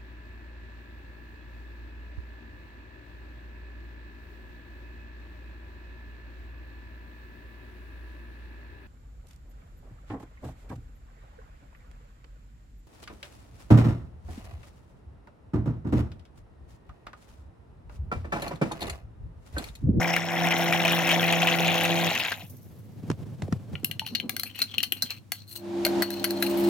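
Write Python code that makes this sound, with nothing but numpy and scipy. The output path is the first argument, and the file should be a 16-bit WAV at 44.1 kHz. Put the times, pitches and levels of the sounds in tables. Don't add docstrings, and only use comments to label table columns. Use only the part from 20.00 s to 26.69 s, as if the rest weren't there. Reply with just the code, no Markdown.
import sys
import numpy as np
from scipy import signal
from scipy.fft import rfft, irfft
from scipy.io import wavfile
from scipy.ndimage import uniform_filter1d

SR = 44100
rng = np.random.default_rng(int(sys.argv[2]) if len(sys.argv) > 2 else 0)


def transcribe(signal):
    frames = np.atleast_2d(signal).T
    limited = np.clip(frames, -1, 1)
    pcm = np.round(limited * 32767).astype(np.int16)
    wavfile.write(sys.argv[1], SR, pcm)


N = 295020
TIME = np.arange(N) / SR

PUMP_STOP_S, STREAM_END_S, DRIBBLE_END_S, FIZZ_END_S = 2.074, 2.325, 2.426, 3.6
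SPATTER_THINS_DB_PER_S, GURGLE_THINS_DB_PER_S = 19, 51.5
WATER_PHASE_RAD = 0.63
# (f/Hz, level/dB)
SPATTER_SHALLOW = [(800, -8.5), (1200, -15), (2100, -5.5), (3400, -16.5), (4600, -31.5), (5480, -13.5),
                   (5900, -22.5), (8500, -32.5)]
SPATTER_DEEP = [(800, -3), (1200, -7.5), (2700, 5.5), (3900, -2), (4700, -12), (5800, -13), (6500, -9),
                (8500, -30.5)]
GURGLE = [(130, -5), (230, -2), (440, -6), (600, 1.5), (740, 6), (900, 0.5), (1300, -21.5)]
FIZZ = [(6000, 6.1), (8000, 1), (13000, 14), (16000, 8.1)]

def pour(fill_s=2.17):
    surge = from_db(11.5) * dying(FAT_DROPS, fall=159.5)
    spatter_gain = from_db(-29) * flow(SPATTER_THINS_DB_PER_S) * np.hypot(1, surge)
    gurgle_gain = from_db(-33.5) * flow(GURGLE_THINS_DB_PER_S)
    small = bubble_cloud(821, 15500, cycles=22.2, spread_db=4, clump_db=0.5, count=6000, size=512)
    large = bubble_cloud(194, 1315, cycles=4.2, spread_db=4, clump_db=0, count=1751, size=1400)
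    fill = np.clip(TIME / fill_s, 0, 1)
    spatter = (1 - fill) * water_colour(small, SPATTER_SHALLOW) + fill * water_colour(small, SPATTER_DEEP)
    gurgle = water_colour(large, GURGLE)
    mist = stereo_noise(0) * from_db(4.7 * drift(130))
    spray = from_db(-2.5) * water_colour(small, FIZZ) + from_db(1) * water_colour(mist, FIZZ)
    return spatter_gain * spatter * panned(3.5) + gurgle_gain * gurgle * panned(-3) + foam() * spray

def bubble_cloud(low_hz, high_hz, cycles, spread_db, clump_db, count, size):
    chance, normal = rng.random((count, 2)), rng.standard_normal((count, 2))
    born = (chance[:, 0] * FIZZ_END_S * SR).astype(int)
    hz = low_hz * (high_hz / low_hz) ** chance[:, 1:]
    strength = hz * from_db(spread_db * np.minimum(normal[:, :1], 2) + clump_db * drift(110)[born, None])
    t, where = np.arange(size) / SR, (born[:, None] + np.arange(size)).ravel()
    offset = np.minimum(hz / 4000, 1) * (WATER_PHASE_RAD + .3 * normal[:, 1:])
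    sides = (strength * ping(t, hz, cycles / hz, 0.27 * hz / cycles, side * offset) for side in (1, -1))
    cloud = np.array([np.bincount(where, bubbles.ravel(), N) for bubbles in sides])
    power = uniform_filter1d(np.mean(cloud ** 2, axis=0), size=4000)
    return cloud / np.sqrt(np.abs(power) + power.max() / 1000)

def water_colour(cloud, spectrum):
    shaped = colour(cloud, spectrum)
    return shaped / np.std(shaped[:, :2 * SR])

def flow(thinning, break_db_per_s=400):
    stream = held(0, PUMP_STOP_S, 0, thinning) * held(0, STREAM_END_S, 0, break_db_per_s)
    dribble = from_db(-19.5) * held(0, DRIBBLE_END_S, 0, break_db_per_s)
    return lull() * np.maximum(stream, dribble)

# (t/s, half width/s, depth/dB)
LULL = (0.25, 0.12, -6)

def lull():
    s, width, depth_db = LULL
    return from_db(depth_db * np.exp(-((TIME - s) / width) ** 2))

def foam(build_s=0.91):
    growth = from_db(-45 - 4.5 * np.maximum(1 - TIME / build_s, 0))
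    lingering = from_db(-9) * held(0, STREAM_END_S, 0, fall=34)
    return growth * np.maximum(flow(SPATTER_THINS_DB_PER_S), lingering)

# (t/s, level/dB)
FAT_DROPS = [(0.136, -16.5), (.164, -12), (.471, -17.5), (.514, -17), (.618, -31), (.725, -12.5),
             (0.851, -12), (.879, -15), (0.909, -14.5), (1.074, -15), (1.091, -12.5), (1.114, -11.5),
             (1.128, -20.5), (1.241, -18), (1.28, -17.5), (1.325, -11.5), (1.42, -13.5), (1.472, -11.5),
             (1.512, -18), (1.647, -19), (1.68, -15.5), (1.743, -18), (1.811, -17), (1.851, -15.5),
             (2.068, -16.5), (2.153, -19.5), (2.249, -23.5), (2.319, -18)]
# (t/s, f/Hz)
PLINK_PITCH = [(0, 2130), (1.8, 2696), (2.32, 1740)]

def splashes(t60=0.026, rise=3.5):
    out, t = np.zeros((2, N)), np.arange(2048) / SR
    for s, db in FAT_DROPS:
        hz = np.interp(s, *np.transpose(PLINK_PITCH))
        phase = WATER_PHASE_RAD * min(hz / 4000, 1) * np.array([[1], [-1]])
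        burst = stereo_noise(-9, size=len(t)) * np.exp(-t / .002)
        slap = colour(burst, [(hz / 4, -3), (hz, 4), (2 * hz, -11), (16000, -16)])
        add(out, s, from_db(db - 1) * slap / np.abs(slap).max())
        plink = ping(t, hz, t60, rise, phase) * (1 - np.exp(-t / .0003))
        add(out, s, from_db(db - 2.5) * plink)
        for wait, octaves in rng.uniform([0, -.45], [.013, .4], (6, 2)):
            add(out, s + wait, from_db(db - 9) * ping(t, hz * 2 ** octaves, t60 * 0.75, rise, phase))
    return out * panned(3.4)

# (t/s, level/dB)
PLOPS = [(.136, -24.5), (.419, -17.5), (.443, -22), (.472, -16.5), (.593, -19.5), (.703, -19.5),
         (.848, -18), (1.128, -20.5), (1.43, -15)]

def plops(hz=686):
    out, t = np.zeros((2, N)), np.arange(2048) / SR
    for s, db in PLOPS:
        plop = ping(t, hz * rng.uniform(.93, 1.07), t60=0.068, rise=3.5) * (1 - np.exp(-t / .002))
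        add(out, s, from_db(db) * plop)
    return out

# (multiple of the stroke rate, level/dB)
PUMP_PARTIALS = [(2, -28), (4, -36), (6, -38.5), (7, -41.5), (8, -36), (9, -36.5), (13, -47), (17, -48.5),
                 (19, -54.5)]

def pump(stroke_hz=84.62):
    running = from_db(-3) * lull() * held(0, PUMP_STOP_S, 0, fall=299)
    return running * tones([(k * stroke_hz, db) for k, db in PUMP_PARTIALS], waver_db=-1.5, spread=0.27)

# (t/s, knock level/dB, spoon level/dB, wall level/dB, sheen level/dB, wall f/Hz)
CLINKS = [(3.7533, -39, -28, -53, -82, 4240), (3.845, -42, -20, -31, -30.5, 4190),
          (3.9124, -37.5, -23, -36, -45.5, 4170), (3.9943, -40, -17.5, -30.5, -45, 4230),
          (4.064, -38, -28, -40, -49, 4560), (4.15, -38, -20, -20, -45, 4270),
          (4.1995, -37.5, -24, -34, -53, 4120), (4.294, -28.5, -27, -29.5, -34.5, 4160),
          (4.365, -32, -34, -33.5, -37.5, 4360), (4.396, -39, -33, -29.5, -36.5, 4140),
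          (4.433, -34, -39, -30, -38.5, 4290), (4.5897, -36.5, -46, -38, -44.5, 4300),
          (4.617, -31.5, -31, -21, -37, 4156), (4.7815, -41, -12.5, -28, -38, 4230),
          (4.803, -42, -22.5, -38, -54, 4170), (4.83, -32, -41, -24.5, -34, 4253),
          (4.835, -41, -11.5, -36, -53, 4380), (4.9211, -33, -13.5, -32, -32.5, 4110),
          (5.0219, -31.5, -58, -19, -33, 4156), (5.1048, -37.5, -60, -29.5, -47, 4140),
          (5.3191, -27.5, -23.5, -31, -31, 4390), (5.8496, -26.5, -22, -24.5, -34, 4280),
          (5.865, -23, -33, -30, -38, 4280), (6.0216, -20, -32, -26, -34.5, 4350),
          (6.104, -39, -41, -39, -39.5, 4000), (6.2417, -22, -26.5, -26.5, -32.5, 4300),
          (6.3065, -35, -43, -33, -37, 4200), (6.4245, -20.5, -24.5, -27, -31, 4030)]
REGISTER_HZ = [1800, 2950, 4200, 9000]
REGISTER_DETUNE = [.05, .02, 0, .025]
# (wall level/dB, change per rebound/dB)
REBOUND = [(-27.5, -14.5), (-26.5, -4.5)]

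def clinks(phases, contact_s=.0009, rebound_s=.0036):
    out, t = np.zeros((2, N)), np.arange(6144) / SR
    contact = t / contact_s
    for s, *levels, wall_hz in CLINKS:
        hz, mode_db, t60 = mug(wall_hz)
        register_db = np.interp(np.log(hz), np.log(REGISTER_HZ), levels)
        detune = np.interp(np.log(hz), np.log(REGISTER_HZ), REGISTER_DETUNE)
        scatter_db = np.where(hz > RASP_EDGES_HZ[-1], 4, 2)
        crack_spectrum = [(1300, levels[0]), *zip(REGISTER_HZ, levels), (16000, levels[-1] + 2)]
        rebound_db = np.interp(levels[2], *np.transpose(REBOUND))
        for k in range(4 if rebound_db > REBOUND[0][1] else 1):
            chance = rng.standard_normal((3, len(hz), 1))
            strength = from_db(mode_db + register_db + scatter_db * chance[0])
            modes = strength * ping(t, hz * (1 + detune * chance[1]), t60, 0, phases + np.pi * chance[2])
            ring = modes.sum(axis=1) * (1 - np.exp(-contact ** 2))
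            burst = stereo_noise(-1.7, size=len(t)) * contact * np.exp(1 - contact)
            crack = colour(burst, crack_spectrum, size=1024)
            wait = k * rebound_s * rng.uniform(.85, 1.15)
            add(out, s + wait, from_db(k * rebound_db) * (from_db(-1.5) * ring + from_db(6) * crack))
    return out * panned(4.6)

WALL_SCRAPED_HZ = 4210
# (f/Hz, level/dB, t60/s)
MUG_MODES = [(685, -9, 0.051), (1596, -3.5, 0.043), (2007, 2.5, 0.022), (2320, 3, 0.011), (2670, -8, 0.024),
             (2900, 6.5, 0.012), (5710, -3, 0.024), (9370, -5.5, 0.069), (10080, 7.5, 0.021),
             (11940, 14, 0.02), (12570, 13.5, 0.015), (15000, 5, 0.027)]
# (multiple of wall pitch, level/dB, t60/s)
WALL_RING = [(0.998, 8.5, 0.027), (1.002, -10.5, 0.17), (1.055, -5, 0.045)]

def mug(wall_hz):
    wall = [(multiple * wall_hz, db, t60) for multiple, db, t60 in WALL_RING]
    return np.transpose(MUG_MODES + wall)[:, :, None]

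def mug_phases():
    hz = mug(WALL_SCRAPED_HZ)[0]
    return np.minimum(hz / 6500, .6) * np.array([1, -1])[:, None, None]

# (t/s, length/s, spoon level/dB, wall level/dB, sizzle level/dB)
SCRAPES = [(4.074, 0.029, -46, -41, -51), (4.464, 0.039, -45.5, -55, -54), (4.565, 0.082, -46.5, -48, -52),
           (4.685, 0.064, -43, -48, -52.5), (4.966, 0.19, -44.5, -48.5, -52.5), (5.4, 0.024, -70, -53, -61),
           (5.496, 0.074, -57.5, -46, -42), (6.113, 0.35, -53, -47, -50.5), (6.486, 0.35, -47, -48.5, -40)]
# spoon, wall, overtones (f/Hz)
RASP_EDGES_HZ = [2400, 3500, 7000]

def scraping(phases, catches_per_s=13):
    skids = from_db(-25.5) * dying(CLINKS, fall=165)
    strokes = sum(from_db(levels)[:, None] * held(s, s + length, rise=689, fall=489)
                  for s, length, *levels in SCRAPES)
    spoon_gain, wall_gain, sizzle_gain = np.hypot(strokes, skids)
    hz, mode_db, t60 = mug(WALL_SCRAPED_HZ)
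    damped_t60 = np.minimum(t60, .03)
    modes = from_db(mode_db) * ping(np.arange(4096) / SR, hz, damped_t60, 0, phases)
    group = np.digitize(hz[:, 0], RASP_EDGES_HZ)
    rings = [modes[:, group == k].sum(axis=1) for k in (1, 2, 3)]
    grit = stereo_noise(-6) * from_db(5 * drift(600) + 4.5 * drift(70))
    grit += from_db(20) * (rng.random(N) < catches_per_s / SR) * rng.standard_normal(N)
    spoon, wall, overtones = [rms_one(signal.oaconvolve(grit, ring, axes=1)[:, :N]) for ring in rings]
    hiss = rms_one(colour(grit, [(4000, -16), (8500, 2.5), (11000, -7.5), (15000, 6)]))
    sizzle = from_db(-5.5 + 6 * drift(25)) * overtones + from_db(-3.5) * hiss
    return (spoon_gain * wandering(spoon) + wall_gain * wall + sizzle_gain * sizzle) * panned(4.1)

def wandering(rasp, warp_s=0.0016):
    warped = TIME + warp_s * drift(22)
    return from_db(2.5 * drift(35)) * np.array([np.interp(warped, TIME, side) for side in rasp])

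# (t/s, level/dB, f/Hz, t60/s, pitch change/share per s)
PLIPS_AND_KNOCK = [(4.018, -32.5, 893, 0.07, -0.7), (4.049, -43, 2350, .05, 35),
                   (5.862, -23, 650, 0.039, -8)]
# (f/Hz, level/dB)
SLOSHES = [(4.269, -43.5), (4.95, -53.5)]
SLOSH_SPECTRUM = [(170, -1), (230, 6), (420, -10), (1100, -24.5)]

def stirring():
    out = np.zeros((2, N))
    for s, db, hz, t60, rise in PLIPS_AND_KNOCK:
        add(out, s, from_db(db) * ping(np.arange(2048) / SR, hz, t60, rise))
    swell = sum(from_db(db) * held(s, s, rise=37, fall=37) for s, db in SLOSHES)
    churn = stereo_noise(-9) * from_db(5.3 * drift(55))
    return out + swell * rms_one(colour(churn, SLOSH_SPECTRUM))

# (f/Hz, level/dB)
RUB_LEVEL = [(2.2, -51), (2.98, -44), (3.05, -38), (3.2, -37), (3.5, -37), (3.8, -40.5), (3.92, -42),
             (4.8, -76)]
RUB_SPECTRUM = [(30, -19), (64, -16), (95, 3.5), (160, 0), (300, -14), (500, -18.5), (1500, -36.5),
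                (5000, -44.5), (15000, -53)]
# (t/s, thud level/dB, starting f/Hz, tick level/dB)
BUMPS = [(3.034, -34, 477, -61), (3.1009, -22.5, 531, -31), (3.114, -24, 197, -35.5),
         (3.421, -29.5, 250, -37), (3.48, -33, 930, -56), (3.525, -16.5, 320, -32.5),
         (3.714, -37.5, 450, -69), (3.832, -32, 486, -52)]

def handling(settle_hz=111):
    friction = stereo_noise(-6) * from_db(3.8 * drift(60))
    out = fader(RUB_LEVEL) * rms_one(colour(friction, RUB_SPECTRUM))
    t = np.arange(4096) / SR
    for s, db, start_hz, tick_db in BUMPS:
        hz = settle_hz + (start_hz - settle_hz) * np.exp(-t / 0.00632)
        swell = t / 0.0069
        thud = from_db(db) * swell * np.exp(1 - swell) * np.sin(2 * np.pi * np.cumsum(hz) / SR)
        tap = stereo_noise(-4, size=len(t)) * np.exp(-t / .0035)
        tick = colour(tap, [(80, 33.5), (1100, 14), (2500, 6.5), (7500, -4), (15000, -24)])
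        add(out, s, thud + from_db(tick_db) * tick)
    return out

# (f/Hz, level/dB)
APPLIANCE_LEVEL = [(5.4, -69), (5.55, -25), (5.65, -8), (5.8, -1), (6.015, 7), (6.04, -5.5), (6.3, -1.5),
                   (6.69, 6.5)]
APPLIANCE_TONES = [(199.9, -39), (277.6, -44), (343.7, -31), (599.9, -48.5)]
APPLIANCE_AIR = [(70, -10.5), (130, -10.5), (280, 2), (460, -6.5), (600, -3), (820, -3), (1150, -14),
                 (2000, -18.5), (4000, -21), (16000, -42.5)]

def appliance():
    air = from_db(-38) * rms_one(colour(stereo_noise(-3), APPLIANCE_AIR))
    return fader(APPLIANCE_LEVEL) * (tones(APPLIANCE_TONES, waver_db=2, spread=0.035) + air)

# (f/Hz, level/dB)
ROOM_SPECTRUM = [(30, -25), (100, 5.5), (230, -3), (440, -19), (1130, -24.5), (16000, -39.5)]
MAINS_HUM = [(101, -55)]

def room_tone():
    rush = from_db(-54) * rms_one(colour(stereo_noise(-1.5), ROOM_SPECTRUM))
    return rush + tones(MAINS_HUM, waver_db=2, spread=0)

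def kitchen(x, t60, wet_db):
    t = np.arange(SR // 2) / SR
    tail = rng.standard_normal((2, len(t))) * from_db(-60 * t / t60) * (t > .003)
    return x + from_db(wet_db) * signal.oaconvolve(x, rms_one(tail) / np.sqrt(len(t)), axes=1)[:, :N]

def ping(t, hz, t60, rise, phase=0):
    turn = 2 * np.pi * hz * t * (1 + rise * t / 2) + phase
    return from_db(-60 * t / t60) * np.sin(turn.astype(np.float32))

def tones(lines, waver_db, spread):
    out = 0
    for hz, db in lines:
        phase = rng.uniform(0, 2 * np.pi) + spread * rng.standard_normal() * np.array([[1], [-1]])
        out += np.sqrt(2) * from_db(db + waver_db * drift(13)) * np.sin(2 * np.pi * hz * TIME + phase)
    return out

def colour(x, spectrum, size=4096):
    hz, db = np.transpose(spectrum)
    octave, points = np.log2(np.maximum(np.arange(size // 2 + 1), 1) * SR / size), np.log2(hz)
    beyond = np.maximum(points[0] - octave, 0) + np.maximum(octave - points[-1], 0)
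    cepstrum = irfft(np.log(from_db(np.interp(octave, points, db) - 18 * beyond)))
    cepstrum[1:size // 2] *= 2
    cepstrum[size // 2 + 1:] = 0
    return signal.oaconvolve(x, irfft(np.exp(rfft(cepstrum)))[None], axes=1)[:, :x.shape[1]]

def fader(rows):
    s, db = np.transpose(rows)
    outside = np.maximum(s[0] - TIME, 0) + np.maximum(TIME - s[-1], 0)
    return from_db(np.interp(TIME, s, db) - 60 * outside)

def held(start, end, rise, fall):
    db = -rise * np.maximum(start - TIME, 0) - fall * np.maximum(TIME - end, 0)
    return from_db(np.maximum(db, -200))

def dying(events, fall):
    s, db = np.transpose(events)[:2]
    kicks = np.bincount((s * SR).astype(int), from_db(db) ** 2, N)
    return np.sqrt(signal.lfilter([1], [1, -from_db(-fall / SR) ** 2], kicks + 1e-20))

def drift(rate):
    knots = rng.standard_normal(8192)
    return 1.2 * np.interp(TIME * rate, np.arange(len(knots)), knots)

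def stereo_noise(side_db, size=N):
    mid, side = rng.standard_normal((2, size))
    return mid + from_db(side_db) * side * [[1], [-1]]

def panned(db):
    return from_db(np.array([[db], [-db]]) / 2)

def add(out, s, sound):
    start = max(round(s * SR), 0)
    out[:, start:start + sound.shape[-1]] += sound[..., :N - start]

def from_db(db):
    return np.exp(np.asarray(db) * (np.log(10) / 20))

def rms_one(x):
    return x / np.sqrt(np.mean(x ** 2) + 1e-20)

def scene():
    background = room_tone()
    phases = mug_phases()
    water = kitchen(pour() + splashes() + plops(), t60=0.11, wet_db=-9.5)
    spoon = kitchen(clinks(phases) + scraping(phases) + stirring(), t60=0.14, wet_db=-10)
    return water + spoon + pump() + appliance() + handling() + background

def record(dry, cutoff_hz=16250):
    lowpass = signal.ellip(10, .3, 80, cutoff_hz, fs=SR, output="sos")
    return signal.sosfilt(lowpass, 0.85 * np.tanh(dry / 0.77))

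dry = scene()
out = record(dry)
transcribe(out)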